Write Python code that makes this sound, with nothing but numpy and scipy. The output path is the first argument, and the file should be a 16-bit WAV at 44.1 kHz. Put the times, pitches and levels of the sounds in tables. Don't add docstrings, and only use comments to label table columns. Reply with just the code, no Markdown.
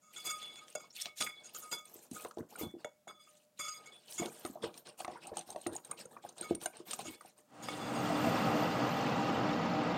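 import sys
import numpy as np
from scipy import signal
from scipy.fft import rfft, irfft
from scipy.io import wavfile
from scipy.ndimage import uniform_filter1d, map_coordinates

SR = 44100
rng = np.random.default_rng(int(sys.argv[2]) if len(sys.argv) > 2 else 0)


def dump_mix(stems):
    frames = np.atleast_2d(stems).T
    limited = np.clip(frames, -1, 1)
    pcm = np.round(limited * 32767).astype(np.int16)
    wavfile.write(sys.argv[1], SR, pcm)


N = 439677
TIME = np.arange(N) / SR
FREQS = np.arange(N // 2 + 1) * SR / N


def undb(db):
    return 10 ** (np.asarray(db) / 20)


def unit(x):
    return x / np.sqrt(np.mean(x ** 2))


def peak(x):
    return x / np.abs(x).max()


def add(track, s, x):
    i = max(int(s * SR), 0)
    track[i:i + len(x)] += x[:max(N - i, 0)]


def fade(t, t60):
    return np.exp(-np.log(1000) * t / max(t60, 1e-3))


def filtered(x, cutoff_hz, kind="low"):
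    return signal.sosfilt(signal.butter(2, cutoff_hz, kind, fs=SR, output="sos"), x)


def colour(x, points, resonances=(), size=16384):
    hz, db = np.transpose(points)
    freqs = np.arange(size // 2 + 1) * SR / size
    curve = np.interp(np.log(freqs + 1), np.log(hz), db)
    for centre, width, lift in resonances:
        curve = curve + lift / (1 + (2 * (freqs - centre) / width) ** 2)
    cepstrum = irfft(np.log(unit(undb(curve))))
    cepstrum[1:size // 2] *= 2
    cepstrum[size // 2 + 1:] = 0
    response = irfft(np.exp(rfft(cepstrum)))
    return signal.oaconvolve(x, response)[:N]


def walk(rate):
    k = max(int(SR / rate), 1)
    steps = np.repeat(rng.standard_normal(N // k + 1), k)[:N]
    return unit(uniform_filter1d(steps, k))


def crackle(n, per_s, spread_db):
    chance, size, sign = rng.random((n, 3)).T
    loudness_db = spread_db * np.minimum(-np.log(1 - size), 4)
    clicks = (chance < per_s / SR) * np.sign(sign - .5) * undb(loudness_db)
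    return unit(clicks + 1e-9)


def grains(points, count, size, t60, spread_db, patchy_db):
    hz, db = np.transpose(points)
    out = np.zeros(N)
    swarms = rng.standard_normal((N // 1000 + 2, 64))
    for f in np.geomspace(hz[0], min(hz[-1], .45 * SR), size):
        bursts, when = np.zeros(N), rng.integers(0, N, count)
        swarm = map_coordinates(swarms, [when / 1000, np.full(count, 4 * np.log2(f))], order=1)
        uneven = np.minimum(rng.exponential(size=count), 4)
        bursts[when] = rng.choice([-1, 1], count) * undb(patchy_db * swarm + spread_db * uneven)
        r = fade(1 / SR, t60)
        poles = [1, -2 * r * np.cos(2 * np.pi * f / SR), r * r]
        pings = signal.lfilter([1, 0, -1], poles, bursts)
        out += unit(pings) * np.sqrt(f) * undb(np.interp(np.log(f), np.log(hz), db))
    return unit(out)


def ring(modes, length, detune=0., scatter_db=0.):
    t = np.arange(int(length * SR)) / SR
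    out = 0
    for (hz, db, t60), (a, b, c) in zip(modes, rng.standard_normal((len(modes), 3))):
        gain = np.sign(c) * undb(db + scatter_db * a)
        out = out + gain * fade(t, t60) * np.sin(2 * np.pi * hz * (1 + detune * b) * t)
    return out


def bubble(hz, t60, glide):
    t = np.arange(int(t60 * SR) + 2) / SR
    swell = (1 - np.exp(-t * hz / 1.05)) ** 2
    return peak(swell * fade(t, t60) * np.sin(2 * np.pi * hz * t * (1 + glide * t / t60)))


def resonance(hz, width_hz):
    n = len(hz)
    turn = np.exp(2j * np.pi * np.cumsum(hz) / SR)
    pushes = crackle(n, per_s=3000, spread_db=3) / turn
    held = signal.lfilter([1], [1, -np.exp(-np.pi * width_hz / SR)], pushes)
    return unit((held * turn).imag) * signal.windows.tukey(n, .6)


def waver(n, depth_db, every=1000):
    steps = rng.standard_normal(SR // 100)
    return undb(depth_db * np.interp(np.arange(n) / every, np.arange(len(steps)), steps))


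def glass_mode(hz, t60, split=0.0046, twin=0.75, sway=0.0024, damping_per_s=7.1):
    t = np.arange(SR // 3) / SR
    apart, phase = 2 * rng.random(2) - 1
    load = np.interp(t, np.linspace(0, .5, 40), rng.standard_normal(40))
    angle = 2 * np.pi * hz * np.cumsum(1 + sway * load) / SR
    pair = np.sin(angle) + twin * np.sin(angle * (1 + split * apart) + np.pi * phase)
    return fade(t, t60) * np.exp(-damping_per_s * t) * pair


# f/Hz, relative level/dB per Hz
ROOM_SPECTRUM = [(25, -18), (70, -12), (130, 0.5), (200, 5.5), (400, -8), (600, -1), (1000, -11),
                 (3000, -15.5), (8000, -15), (16000, -18)]
# f/Hz, width/Hz, lift/dB
BOWL_HUM_RESONANCES = [(603, 22, 19), (1330, 39, 6)]


def room_tone():
    return undb(-73.5) * colour(rng.standard_normal(N), ROOM_SPECTRUM, BOWL_HUM_RESONANCES)


# f/Hz, level/dB, t60/s before the batter's extra damping
GLASS_MODES = [(596, -13, .45), (1249, 2.5, .33), (2220, 2.5, .33), (3439, .5, .34), (4891, -1, .26),
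               (6536, -2, .26), (6745, -5, .13), (8390, -2, .21), (8770, -7, .09), (10450, -12, .13),
               (12640, -9, .1)]
# t/s, length/s, ring level/dB (loudest 20 ms), rasp level/dB before colouring,
# f/Hz that the slipping favours, favour/dB
SCRAPE_EVENTS = [(0.007, 0.13, -65.5, -70, 1250, 11), (0.157, 0.032, -48.5, -52, 3220, 13),
                 (0.242, 0.056, -41, -50, 3600, 8), (0.294, 0.026, -42, -41.5, 1240, 3),
                 (0.411, 0.038, -46.5, -59, 3200, 26), (0.471, 0.049, -60, -80, 2220, 8),
                 (0.505, 0.046, -57, -73, 3300, 24), (0.559, 0.041, -57, -59, 2220, 11),
                 (0.605, 0.017, -58, -81, 1240, 27), (0.751, 0.01, -55, -41.5, 5700, 17),
                 (0.797, 0.015, -57, -58, 1680, 11), (0.967, 0.095, -54, -77, 2900, 18),
                 (1.068, 0.023, -55.5, -72, 1750, 29), (1.168, 0.074, -54, -71, 3400, 14),
                 (1.202, 0.02, -38, -43, 3400, 6), (1.263, 0.012, -41, -53, 2300, 17),
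                 (1.293, 0.021, -51, -77, 2460, 29), (1.366, 0.023, -57.5, -84, 3440, 32),
                 (1.435, 0.043, -55.5, -58, 6550, 20), (1.543, 0.03, -55, -47.5, 1250, 14),
                 (1.617, 0.03, -53, -52.5, 1200, 14), (1.713, 0.026, -41, -43.5, 4300, 14.5),
                 (1.778, 0.02, -63, -56, 1250, 20), (2.137, 0.031, -51.5, -58, 1250, 22),
                 (2.575, 0.043, -57.5, -66, 1250, 23), (2.592, 0.035, -52, -57, 2960, 23),
                 (2.845, 0.0061, -65, -52.5, 2660, 18), (3.073, 0.023, -53, -58.5, 3040, 12),
                 (3.093, 0.025, -53, -89, 1300, 25), (3.189, 0.026, -60.5, -90, 3570, 9),
                 (3.265, 0.018, -65, -77, 1250, 11), (3.588, 0.031, -41.5, -47, 1760, -1.5),
                 (3.61, 0.082, -44.5, -54, 1510, 11), (3.677, 0.021, -45, -46, 5640, 23),
                 (3.725, 0.062, -53.5, -68, 1250, 1), (3.857, 0.02, -55, -56.5, 2220, 12),
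                 (3.92, 0.0076, -58, -70, 3440, 32), (4.176, 0.031, -45, -41, 2720, 6),
                 (4.195, 0.039, -49.5, -56, 1810, 15), (6.419, 0.043, -49, -58, 1660, 14),
                 (7.042, 0.05, -53, -52, 2020, 6), (7.624, 0.024, -57, -52.5, 4900, 13),
                 (7.767, 0.14, -51.5, -83, 3800, 10), (7.945, 0.021, -49.5, -66, 5870, 4)]


def scrapes(favour_octaves=0.54, chatter_db=-11, chatter_t60=0.25):
    rings, rasp = np.zeros(N), np.zeros(N)
    t = np.arange(SR // 4) / SR
    for s, length, ring_db, rasp_db, slip_hz, favour_db in SCRAPE_EVENTS:
        n = int(np.clip(length, .005, .2) * SR)
        slips = undb(chatter_db) * crackle(len(t), per_s=790, spread_db=5.5) * fade(t, chatter_t60)
        slips[:n] += crackle(len(t), per_s=7000, spread_db=2.0)[:n] * signal.windows.tukey(n, .4)
        tone = 0
        for hz, db, t60 in GLASS_MODES:
            lift = favour_db * np.exp(-(np.log2(hz / slip_hz) / favour_octaves) ** 2)
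            mode = glass_mode(hz, t60)
            mode = signal.fftconvolve(slips, mode)[:len(mode)]
            tone = tone + undb(db + lift) * unit(mode * waver(len(mode), depth_db=3.0, every=400))
        loudest = np.sqrt(uniform_filter1d(tone ** 2, SR // 50).max())
        add(rings, s, undb(ring_db) * tone / loudest)
        add(rasp, s, undb(rasp_db) * slips)
    rasp_colour = [(40, -24), (75, -27), (150, 8.0), (500, -25.0), (1500, 2), (3000, -18.5),
                   (5500, 8.0), (9000, 1.0), (10500, -1), (16000, -18.0)]
    rasp_resonances = [(1410, 230, 20.0), (2230, 110, 5.5), (2690, 320, 32), (3280, 120, 7.1),
                       (6790, 630, 21.5), (7480, 210, 15.0), (9200, 450, 13.0), (12200, 430, 12.0)]
    return rings + colour(rasp, rasp_colour, rasp_resonances)


STROKE_ATTACK_S, STROKE_ARCH_DB = 0.032, 3
SWISH_T60_S, SLOSH_T60_S, FIZZ_T60_S = 0.13, 0.23, 0.21
# t/s, length/s, wire swish level/dB, batter slosh level/dB, froth fizz level/dB
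STROKE_EVENTS = [(0.109, 0.36, -59.5, -71.5, -62), (0.232, 0.051, -52, -57.5, -52),
                 (0.32, 0.37, -65.5, -68, -80), (0.656, 0.086, -66, -77, -66),
                 (0.785, 0.086, -73, -67.5, -78), (0.933, 0.062, -53.5, -72, -55.5),
                 (0.985, 0.032, -44, -87, -49.5), (1.029, 0.041, -51, -65, -80),
                 (1.154, 0.086, -48, -76, -50), (1.193, 0.026, -43, -47.5, -37.5),
                 (1.256, 0.025, -65, -61, -78), (1.336, 0.25, -67.5, -70, -102),
                 (1.524, 0.15, -62.5, -66.5, -57), (1.7, 0.043, -52, -53.5, -48),
                 (1.839, 0.23, -69, -68, -61), (2.099, 0.17, -60.5, -60, -55.5),
                 (2.363, 0.03, -66, -51.5, -65), (2.484, 0.082, -63, -61.5, -64.5),
                 (2.565, 0.081, -59, -52.5, -54.5), (2.775, 0.047, -66, -65, -79),
                 (3.066, 0.029, -67, -56.5, -76), (3.19, 0.25, -74, -85, -74), (3.562, 0.2, -59, -81, -68),
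                 (3.754, 0.22, -67.5, -66.5, -82), (3.975, 0.29, -67, -76, -78),
                 (4.067, 0.11, -59, -65, -53), (4.171, 0.11, -57, -49.5, -55),
                 (4.294, 0.21, -61, -64, -61.5), (4.5, 0.17, -76.5, -64.5, -76),
                 (4.616, 0.032, -45.5, -42, -61), (4.717, 0.076, -65, -62.5, -64),
                 (4.845, 0.046, -51, -56.5, -80), (4.969, 0.042, -51.5, -58, -55),
                 (5.076, 0.088, -61, -55, -85), (5.2, 0.081, -58.5, -60, -75),
                 (5.329, 0.09, -59.5, -59, -68), (5.447, 0.084, -61, -63, -67),
                 (5.56, 0.13, -67.5, -69.5, -69), (5.658, 0.014, -66, -44, -70),
                 (5.707, 0.063, -59, -56, -60), (5.827, 0.07, -65, -64, -69),
                 (5.883, 0.038, -65, -54.5, -69), (5.962, 0.058, -55, -56, -66),
                 (6.085, 0.086, -72, -61, -73), (6.212, 0.092, -60.5, -60.5, -72),
                 (6.352, 0.12, -57.5, -56, -63), (6.473, 0.05, -56.5, -65, -68),
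                 (6.596, 0.055, -52.5, -54, -54), (6.717, 0.083, -62, -61.5, -79),
                 (6.851, 0.1, -53, -58, -55.5), (6.973, 0.044, -49.5, -52, -55),
                 (7.021, 0.13, -54.5, -61, -62), (7.201, 0.09, -66, -68.5, -69),
                 (7.355, 0.049, -69, -69, -72), (7.61, 0.17, -54.5, -66, -62)]


def strokes():
    powers = np.zeros((3, N))
    t = np.arange(SR) / SR
    for s, length, *levels in STROKE_EVENTS:
        arch_db = STROKE_ARCH_DB * (np.sin(np.pi * np.minimum(t / length, 1)) - 2 / np.pi)
        push = np.minimum(t / STROKE_ATTACK_S, 1) * undb(arch_db)
        for track, db, t60 in zip(powers, levels, (SWISH_T60_S, SLOSH_T60_S, FIZZ_T60_S)):
            add(track, s, (undb(db) * push * fade(np.maximum(t - length, 0), t60)) ** 2)
    return np.sqrt(powers)


SQUELCH_DB = -9.5
# f/Hz, relative level/dB per Hz
SWISH_SPECTRUM = [(1700, 1), (2900, 12), (4500, 10), (7000, -4.5), (9000, 11.5), (10500, -15), (15500, -28)]
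SQUELCH_SPECTRUM = [(750, 16), (1100, -7), (1600, 11.5), (2100, -13), (3000, -28)]
FIZZ_SPECTRUM = [(6000, 1.5), (9000, 1.5), (10500, -8), (13500, 1.5), (15800, -13.5)]
# f/Hz, width/Hz, lift/dB
WIRE_RESONANCES = [(2500, 250, 2.5), (2990, 390, 0.5), (4100, 400, 2), (5380, 240, 5), (7000, 310, 7),
                   (7820, 160, 2)]


def swish(swish_gain, slosh_gain, fizz_gain):
    tearing = grains(SWISH_SPECTRUM, count=3500, size=50, t60=0.02, spread_db=4.5, patchy_db=6.0)
    tearing = tearing * undb(2.2 * walk(rate=78))
    tearing = unit(colour(tearing, [(1000, 0), (16000, 0)], WIRE_RESONANCES))
    squelch = grains(SQUELCH_SPECTRUM, count=1800, size=16, t60=0.027, spread_db=4.0, patchy_db=4)
    squelch = squelch * undb(SQUELCH_DB + 1.2 * walk(rate=48))
    froth = grains(FIZZ_SPECTRUM, count=12000, size=26, t60=0.005, spread_db=6.0, patchy_db=7.5)
    froth = froth * undb(2.5 * walk(rate=160))
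    return swish_gain * tearing + np.sqrt(swish_gain * slosh_gain) * squelch + fizz_gain * froth


def slosh(slosh_gain, count=9000, centre_hz=600, octaves=0.726, spread_db=2):
    out = np.zeros(N)
    times = rng.uniform(0, N / SR, count)
    for when, pitch, size in zip(times, rng.standard_normal(count), rng.standard_normal(count)):
        hz = np.clip(centre_hz * 2 ** (octaves * pitch), 110, 2400)
        add(out, when, undb(spread_db * size) * bubble(hz, t60=0.025, glide=0.08))
    rumble_colour = [(25, -32), (70, -23.0), (140, 3.5), (220, 0.5), (500, -54.0), (4000, -68)]
    rumble = colour(rng.standard_normal(N), rumble_colour)
    return (unit(out) + undb(-12) * rumble) * slosh_gain


# f/Hz, level/dB, t60/s
WIRE_MODES = [(2870, 3.5, 0.015), (3930, 11, 0.013), (5000, -3.5, 0.0074), (6260, 9.5, 0.019),
              (6730, 10.5, 0.024), (7800, 3, 0.024), (8800, 28, 0.025), (8900, 0, 0.14), (10750, -2, 0.02),
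              (12500, 4, 0.021)]
# t/s, ring peak level/dB, dry snap level/dB before trim and colouring
TICK_EVENTS = [(0.426, -44.5, -58), (0.557, -51, -42), (.681, -58, -46), (0.699, -47, -60),
               (0.7512, -36, -49), (1.001, -45, -57), (1.0562, -55, -26), (1.067, -65, -37),
               (1.209, -30, -25.5), (1.2228, -31, -21.5), (1.547, -43, -36.5), (1.713, -38, -51),
               (1.8532, -45, -75), (2.112, -42.5, -45), (2.18, -50, -52), (2.248, -46, -48),
               (2.3104, -64, -47.5), (2.3707, -66, -55), (2.384, -58, -49), (2.559, -41.5, -64),
               (2.845, -66, -64), (4.123, -46, -38.5), (4.258, -42, -33.5), (4.4495, -41, -38),
               (4.46, -37, -45), (4.631, -43, -53), (4.741, -58, -44), (4.776, -44, -40), (4.87, -60, -43),
               (5.005, -41, -52), (5.047, -44, -39), (5.078, -66, -45), (5.2696, -35.5, -68),
               (5.3698, -29.5, -36), (5.382, -39, -37), (5.39, -33.5, -55), (5.41, -47, -42),
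               (5.42, -59, -52), (5.503, -34.5, -59), (5.513, -46, -66), (5.525, -51, -46),
               (5.56, -53, -45), (5.613, -43, -67), (5.667, -30, -33.5), (5.7313, -42, -70),
               (5.751, -35, -70), (5.764, -30.5, -67), (5.848, -40, -54), (5.912, -28.5, -47),
               (6.054, -42, -82), (6.289, -38, -66), (6.381, -43, -41.5), (6.4098, -29.5, -54),
               (6.5492, -33, -38.5), (6.614, -42, -43), (6.6354, -36.5, -58), (6.658, -23.5, -51),
               (6.768, -43, -49), (6.909, -31.5, -28.5), (6.914, -37, -42), (6.932, -30, -31.5),
               (6.99, -37, -38), (7.208, -47.5, -56), (7.258, -51, -51), (7.378, -54, -66)]


def ticks(count=5, spread_s=0.0046, snap_t60=0.0096, spray_db=-13, spray_t60=0.053,
          snap_attack_s=0.0011, later_db=-9, snap_trim_db=-7.0):
    rings, snaps = np.zeros(N), np.zeros(N)
    t = np.arange(SR // 10) / SR
    for s, db, snap_db in TICK_EVENTS:
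        loops = np.zeros(len(t))
        for late in (np.arange(count) + rng.random(count)) / count * spread_s:
            loop = ring(WIRE_MODES, .2, detune=0.0215, scatter_db=8.5)
            loop = np.pad(loop, (int(late * SR), 0))[:len(t)]
            loops += undb(later_db * late / spread_s) * loop
        add(rings, s, undb(db) * peak(loops))
        snap = fade(np.maximum(t - snap_attack_s, 0), snap_t60) + undb(spray_db) * fade(t, spray_t60)
        snap = snap * np.minimum(t / snap_attack_s, 1)
        add(snaps, s, undb(snap_db + snap_trim_db) * rng.standard_normal(len(t)) * snap)
    snap_colour = [(40, -50), (200, -7), (700, -3.5), (1500, -0.5), (3500, 10.5), (7000, 4.0),
                   (11000, -26.0), (16000, -10.0)]
    snap_resonances = [(1800, 260, 2.3), (2840, 270, 3.4), (3960, 570, 2.8), (5830, 590, 5.9)]
    return rings + colour(snaps, snap_colour, snap_resonances)


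# t/s, reference level/dB (pocket, splat and gurgle are set below it), f/Hz
PLOP_EVENTS = [(0.751, -31.5, 599), (0.84, -48.5, 1050), (1.061, -44, 650), (1.212, -41, 950),
               (1.271, -39, 1470), (1.725, -38.5, 905), (1.954, -45, 375), (2.112, -35, 250),
               (2.125, -44, 138), (2.164, -43, 1400), (2.248, -33.5, 470), (2.255, -38.5, 985),
               (2.308, -43, 1250), (2.371, -33, 634), (2.385, -35.5, 405), (2.402, -34, 280),
               (2.405, -47, 136), (2.523, -45.5, 835), (2.554, -39.5, 1390), (2.609, -32, 376),
               (2.63, -31, 259), (2.663, -39, 145), (2.737, -37, 330), (2.763, -42.5, 320),
               (2.845, -31.5, 597), (3.07, -41, 730), (4.195, -29.5, 348), (4.212, -32.5, 189),
               (4.219, -29, 665), (4.253, -31, 357), (4.447, -32.5, 340), (4.455, -36.5, 1210),
               (4.495, -38.5, 262), (4.554, -35, 634), (4.636, -26.5, 452), (5.002, -32, 724),
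               (5.048, -33.5, 1160), (5.078, -31.5, 720), (5.155, -39, 925), (5.17, -45.5, 1420),
               (5.315, -36, 567), (5.329, -42, 750), (5.367, -32.5, 767), (5.503, -46, 790),
               (5.546, -41, 700), (5.558, -29, 620), (5.662, -26, 320), (5.754, -37.5, 800),
               (5.913, -36.5, 1193), (6.052, -41, 483), (6.164, -39.5, 1130), (6.247, -35, 754),
               (6.428, -41, 1400), (6.518, -42, 700), (6.656, -36, 1510), (6.799, -39.5, 364),
               (6.931, -35.5, 1200), (6.989, -33.5, 760), (7.052, -41.5, 624), (7.207, -42.5, 1190),
               (7.247, -44.5, 740)]


def plops(count=8, pocket_db=-2.5, gurgle_db=-13, octaves=0.54, splat_db=-17, splat_t60=0.049,
          closing_s=0.001545, gurgle_s=.032):
    out = np.zeros(N)
    t = np.arange(SR // 8) / SR
    for s, db, hz in PLOP_EVENTS:
        closed = s + closing_s
        splat = filtered(rng.standard_normal(len(t)), hz * 0.62)
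        splat = unit(filtered(splat, hz * 0.22, "high"))
        add(out, closed, undb(db + splat_db) * splat * fade(t, splat_t60))
        add(out, closed, undb(db + pocket_db) * bubble(hz, t60=0.022, glide=0.06))
        for late, pitch in zip(rng.random(count), rng.standard_normal(count)):
            small_hz = np.clip(1.13 * hz * 2 ** (octaves * pitch), 130, 2400)
            small = bubble(small_hz, t60=0.018, glide=0.021)
            add(out, closed + late * gurgle_s, undb(db + gurgle_db - 13.8 * late) * small)
    return out


def glass_ring(favour_hz, held_t60, favour_db=9):
    out = 0
    for hz, db, t60 in GLASS_MODES:
        lift = favour_db * np.exp(-np.log2(hz / favour_hz) ** 2)
        mode = undb(db + lift) * glass_mode(hz, t60)
        out = out + mode * waver(len(mode), depth_db=2) * fade(TIME[:len(mode)], held_t60)
    return out


# f/Hz, level/dB, t60/s
THUD_MODES = [(350, -11, 0.031), (608, -3.5, 0.04), (744, 3, 0.02), (840, -27, 0.019), (1317, 3.5, 0.016),
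              (1850, -1.5, 0.015), (2680, -11, 0.033), (3570, -6, 0.01)]
# t/s, thud peak level/dB, glass ring level/dB relative to the thud,
# f/Hz that the blow favours, t60/s of the damping by the resting wires
KNOCK_EVENTS = [(.7525, -40.5, -2.5, 1300, 0.48), (1.056, -50, -2, 3000, .3),
                (1.209, -35.5, 3.5, 2600, 0.5), (1.724, -37.5, 0, 3180, 0.38),
                (2.249, -31.5, -30, 1250, .2), (2.846, -33, -5.5, 2860, 0.086),
                (3.079, -44, -16, 2500, 0.57), (4.451, -30.5, -23, 1250, .1), (4.642, -32, -24, 2200, .1),
                (5.047, -29.5, -21, 1250, .1), (5.081, -35, -16, 3000, .05), (5.561, -38, -29, 2210, .1),
                (5.665, -26, -33, 1250, .1), (6.659, -28.5, -18, 1250, .2), (7.686, -27, -6.5, 2800, 0.76)]


def knocks():
    out = np.zeros(N)
    for s, db, ring_db, favour_hz, held_t60 in KNOCK_EVENTS:
        add(out, s, undb(db) * peak(ring(THUD_MODES, .1, detune=0.075, scatter_db=-1.5)))
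        add(out, s, undb(db + ring_db) * peak(glass_ring(favour_hz, held_t60)))
    return out


# t/s, length/s, level/dB before fading in and out, f/Hz
SQUEAK_EVENTS = [(0.899, 0.023, -59, 5500), (0.901, 0.019, -68, 4250), (0.922, 0.022, -62, 6850)]


def squeaks(width_hz=150):
    out = np.zeros(N)
    for s, length, db, hz in SQUEAK_EVENTS:
        add(out, s, undb(db) * resonance(np.full(int(length * SR), hz), width_hz))
    return out


# f/Hz, level/dB, t60/s
WORKTOP_MODES = [(92, -23, 0.088), (232, -9, 0.036), (305, -28, 0.3), (334, 5, 0.025), (384, -17.5, 0.066),
                 (450, -3.5, 0.017), (673, -14, 0.065), (763, -18.5, 0.027)]
# t/s, peak level/dB
BUMP_EVENTS = [(2.372, -35.5), (4.639, -34), (5.665, -46), (6.412, -38.5), (6.497, -43), (6.5092, -18.5),
               (6.659, -41.5), (9.292, -28.5), (9.401, -31)]


def bumps(attack_s=0.0029):
    out = np.zeros(N)
    t = np.arange(SR // 4) / SR
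    for s, db in BUMP_EVENTS:
        detune = 1 + 0.047 * rng.standard_normal(len(WORKTOP_MODES))
        knock = 0
        for (hz, mode_db, t60), p in zip(WORKTOP_MODES, detune):
            knock = knock + undb(mode_db) * fade(t, t60) * np.sin(2 * np.pi * hz * p * t)
        add(out, s, undb(db) * peak(knock * np.minimum(t / attack_s, 1)))
    return out


# t/s, length/s, level/dB before fading in and out, first f/Hz, last f/Hz
TROUGH_EVENTS = [(2.601, 0.084, -47, 380, 302), (4.635, 0.048, -48.5, 420, 332),
                 (4.985, 0.025, -58, 776, 714), (5.079, 0.04, -49.5, 620, 780),
                 (5.236, 0.084, -53.5, 676, 910), (5.309, 0.038, -50, 397, 500),
                 (5.366, 0.042, -49, 830, 735), (5.472, .07, -52.5, 696, 850),
                 (5.672, 0.088, -47.5, 325, 400), (6.235, 0.03, -50, 825, 710),
                 (6.52, 0.073, -48, 370, 320), (6.987, 0.039, -56, 790, 674), (7.043, .08, -50, 338, 288)]


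def troughs(width_hz=90):
    out = np.zeros(N)
    for s, length, db, first_hz, last_hz in TROUGH_EVENTS:
        glide = np.geomspace(first_hz, last_hz, int(length * SR))
        add(out, s, undb(db) * resonance(glide, width_hz))
    return out


HOB_START_S, HOB_RISE_S, HOB_RISE_POWER = 7.45, 0.82, 1.425
FAN_DB, FAN_FALL_DB_PER_S = -32, 1.45
AIR_DB, AIR_FALL_DB_PER_S = -46.5, 2
HISS_DB, HISS_FALL_DB_PER_S = -56.5, 12.5
SIZZLE_DB = -49.5
WHINE_DB, WHINE_FALL_DB_PER_S = -59.5, 12
AIR_DULL_HZ, AIR_DULL_S = 6545, 3.1
# f/Hz, relative level/dB per Hz
FAN_SPECTRUM = [(25, -36), (50, -16), (75, -24), (125, -1.5), (190, 0), (260, 0.5), (385, -7.5), (470, -5),
                (700, -4.5), (1040, -7.5), (1280, -6.5), (1700, -16.5), (3000, -21.5), (6000, -61.5)]
AIR_SPECTRUM = [(1500, 11.5), (3500, 11.5), (4700, 8.5), (6000, 4.5), (7500, -4), (9000, -53), (10500, -78),
                (16000, -39)]
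HISS_SPECTRUM = [(4000, -8.5), (6500, 3.5), (8800, 6), (10500, -9.5), (12500, -16), (16000, -11)]
SIZZLE_SPECTRUM = [(900, -1), (1500, -5), (2800, -0.5), (5000, -10), (8000, -18)]
# f/Hz, width/Hz, lift/dB
HOUSING_RESONANCES = [(49, 8, -1), (95, 51, 4.5), (173, 12, 5.5), (233, 10.4, 7), (298.8, 10, 12.5),
                      (488, 64, 4), (622, 38, 4.5), (787, 41, 10), (954, 20, 5.5), (1240, 14, 7),
                      (1680, 23, 7.5), (1957, 51, 8.5)]


def hob(whine_hz=13420, whine_width_hz=340):
    since = TIME - HOB_START_S
    swell = np.clip(since / HOB_RISE_S, 0, 1) ** HOB_RISE_POWER
    age = np.maximum(since, 0) - HOB_RISE_S

    fan = colour(rng.standard_normal(N), FAN_SPECTRUM, HOUSING_RESONANCES)
    fan = fan * undb(FAN_DB - FAN_FALL_DB_PER_S * age + .5 * walk(rate=20))

    vents = [(4470, 120, 5.8), (5040, 130, 5.5), (2760, 70, 11.3), (7040, 240, 7.6)]
    air = colour(rng.standard_normal(N), AIR_SPECTRUM, vents)
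    dull = signal.sosfiltfilt(signal.butter(2, AIR_DULL_HZ, fs=SR, output="sos"), air)
    air = air + np.clip(age / AIR_DULL_S, 0, 1) * (dull - air)
    air = air * undb(AIR_DB - AIR_FALL_DB_PER_S * age + 0.56 * walk(rate=20))

    hiss = colour(crackle(N, per_s=4500, spread_db=4.5), HISS_SPECTRUM)
    hiss = hiss * undb(HISS_DB - HISS_FALL_DB_PER_S * age)

    sizzle = grains(SIZZLE_SPECTRUM, count=600, size=30, t60=0.037, spread_db=4.5, patchy_db=2.5)
    sizzle = sizzle * undb(SIZZLE_DB - AIR_FALL_DB_PER_S * age)

    narrowing = 1 + (2 * (FREQS - whine_hz) / whine_width_hz) ** 2
    whine = unit(irfft(rfft(rng.standard_normal(N)) / narrowing, N))
    whine = whine * undb(WHINE_DB - WHINE_FALL_DB_PER_S * age + 1.6 * walk(rate=12))
    return swell * (fan + air + hiss + sizzle + swell * whine)


SLIDE_SAG_OCTAVES_PER_S = 2.5
# t/s, length/s, level/dB before fading in and out, starting f/Hz
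SLIDE_EVENTS = [(8.079, 0.083, -36, 721), (8.224, 0.12, -36, 716), (8.235, 0.11, -35, 263)]


def pan(width_hz=25):
    out = np.zeros(N)
    for s, length, db, hz in SLIDE_EVENTS:
        n = int(np.clip(length, .02, .4) * SR)
        sagging = hz * 2 ** (-SLIDE_SAG_OCTAVES_PER_S * TIME[:n])
        pitch = sagging + width_hz / 2 * walk(rate=170)[:n]
        drone = np.sin(2 * np.pi * np.cumsum(pitch) / SR) * undb(4.5 * walk(rate=89)[:n])
        add(out, s, undb(db) * unit(drone) * np.hanning(n))
    return out


def kitchen(x, wet_db=-17.5, t60_low=0.16, t60_high=0.27):
    t = np.arange(SR // 2) / SR
    low = filtered(rng.standard_normal(len(t)), 1500) * fade(t, t60_low)
    bright = 0.18 * rng.standard_normal(len(t)) * fade(t, t60_high)
    tail = (low + bright) * (t > .004)
    return x + undb(wet_db) * signal.fftconvolve(x, tail / np.linalg.norm(tail))[:N]


def scene():
    quiet = room_tone()
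    swish_gain, slosh_gain, fizz_gain = strokes()
    batter = swish(swish_gain, slosh_gain, fizz_gain) + slosh(slosh_gain) + plops() + troughs()
    wires_and_bowl = scrapes() + ticks() + knocks() + squeaks() + bumps()
    return (kitchen(batter + wires_and_bowl + pan()) + hob() + quiet)[None]


def record(dry, low_cut_hz=52, top_hz=15900):
    thinned = filtered(dry, low_cut_hz, "high")
    return signal.sosfilt(signal.ellip(10, .2, 70, top_hz, fs=SR, output="sos"), thinned)


dry = scene()
out = record(dry)
dump_mix(out)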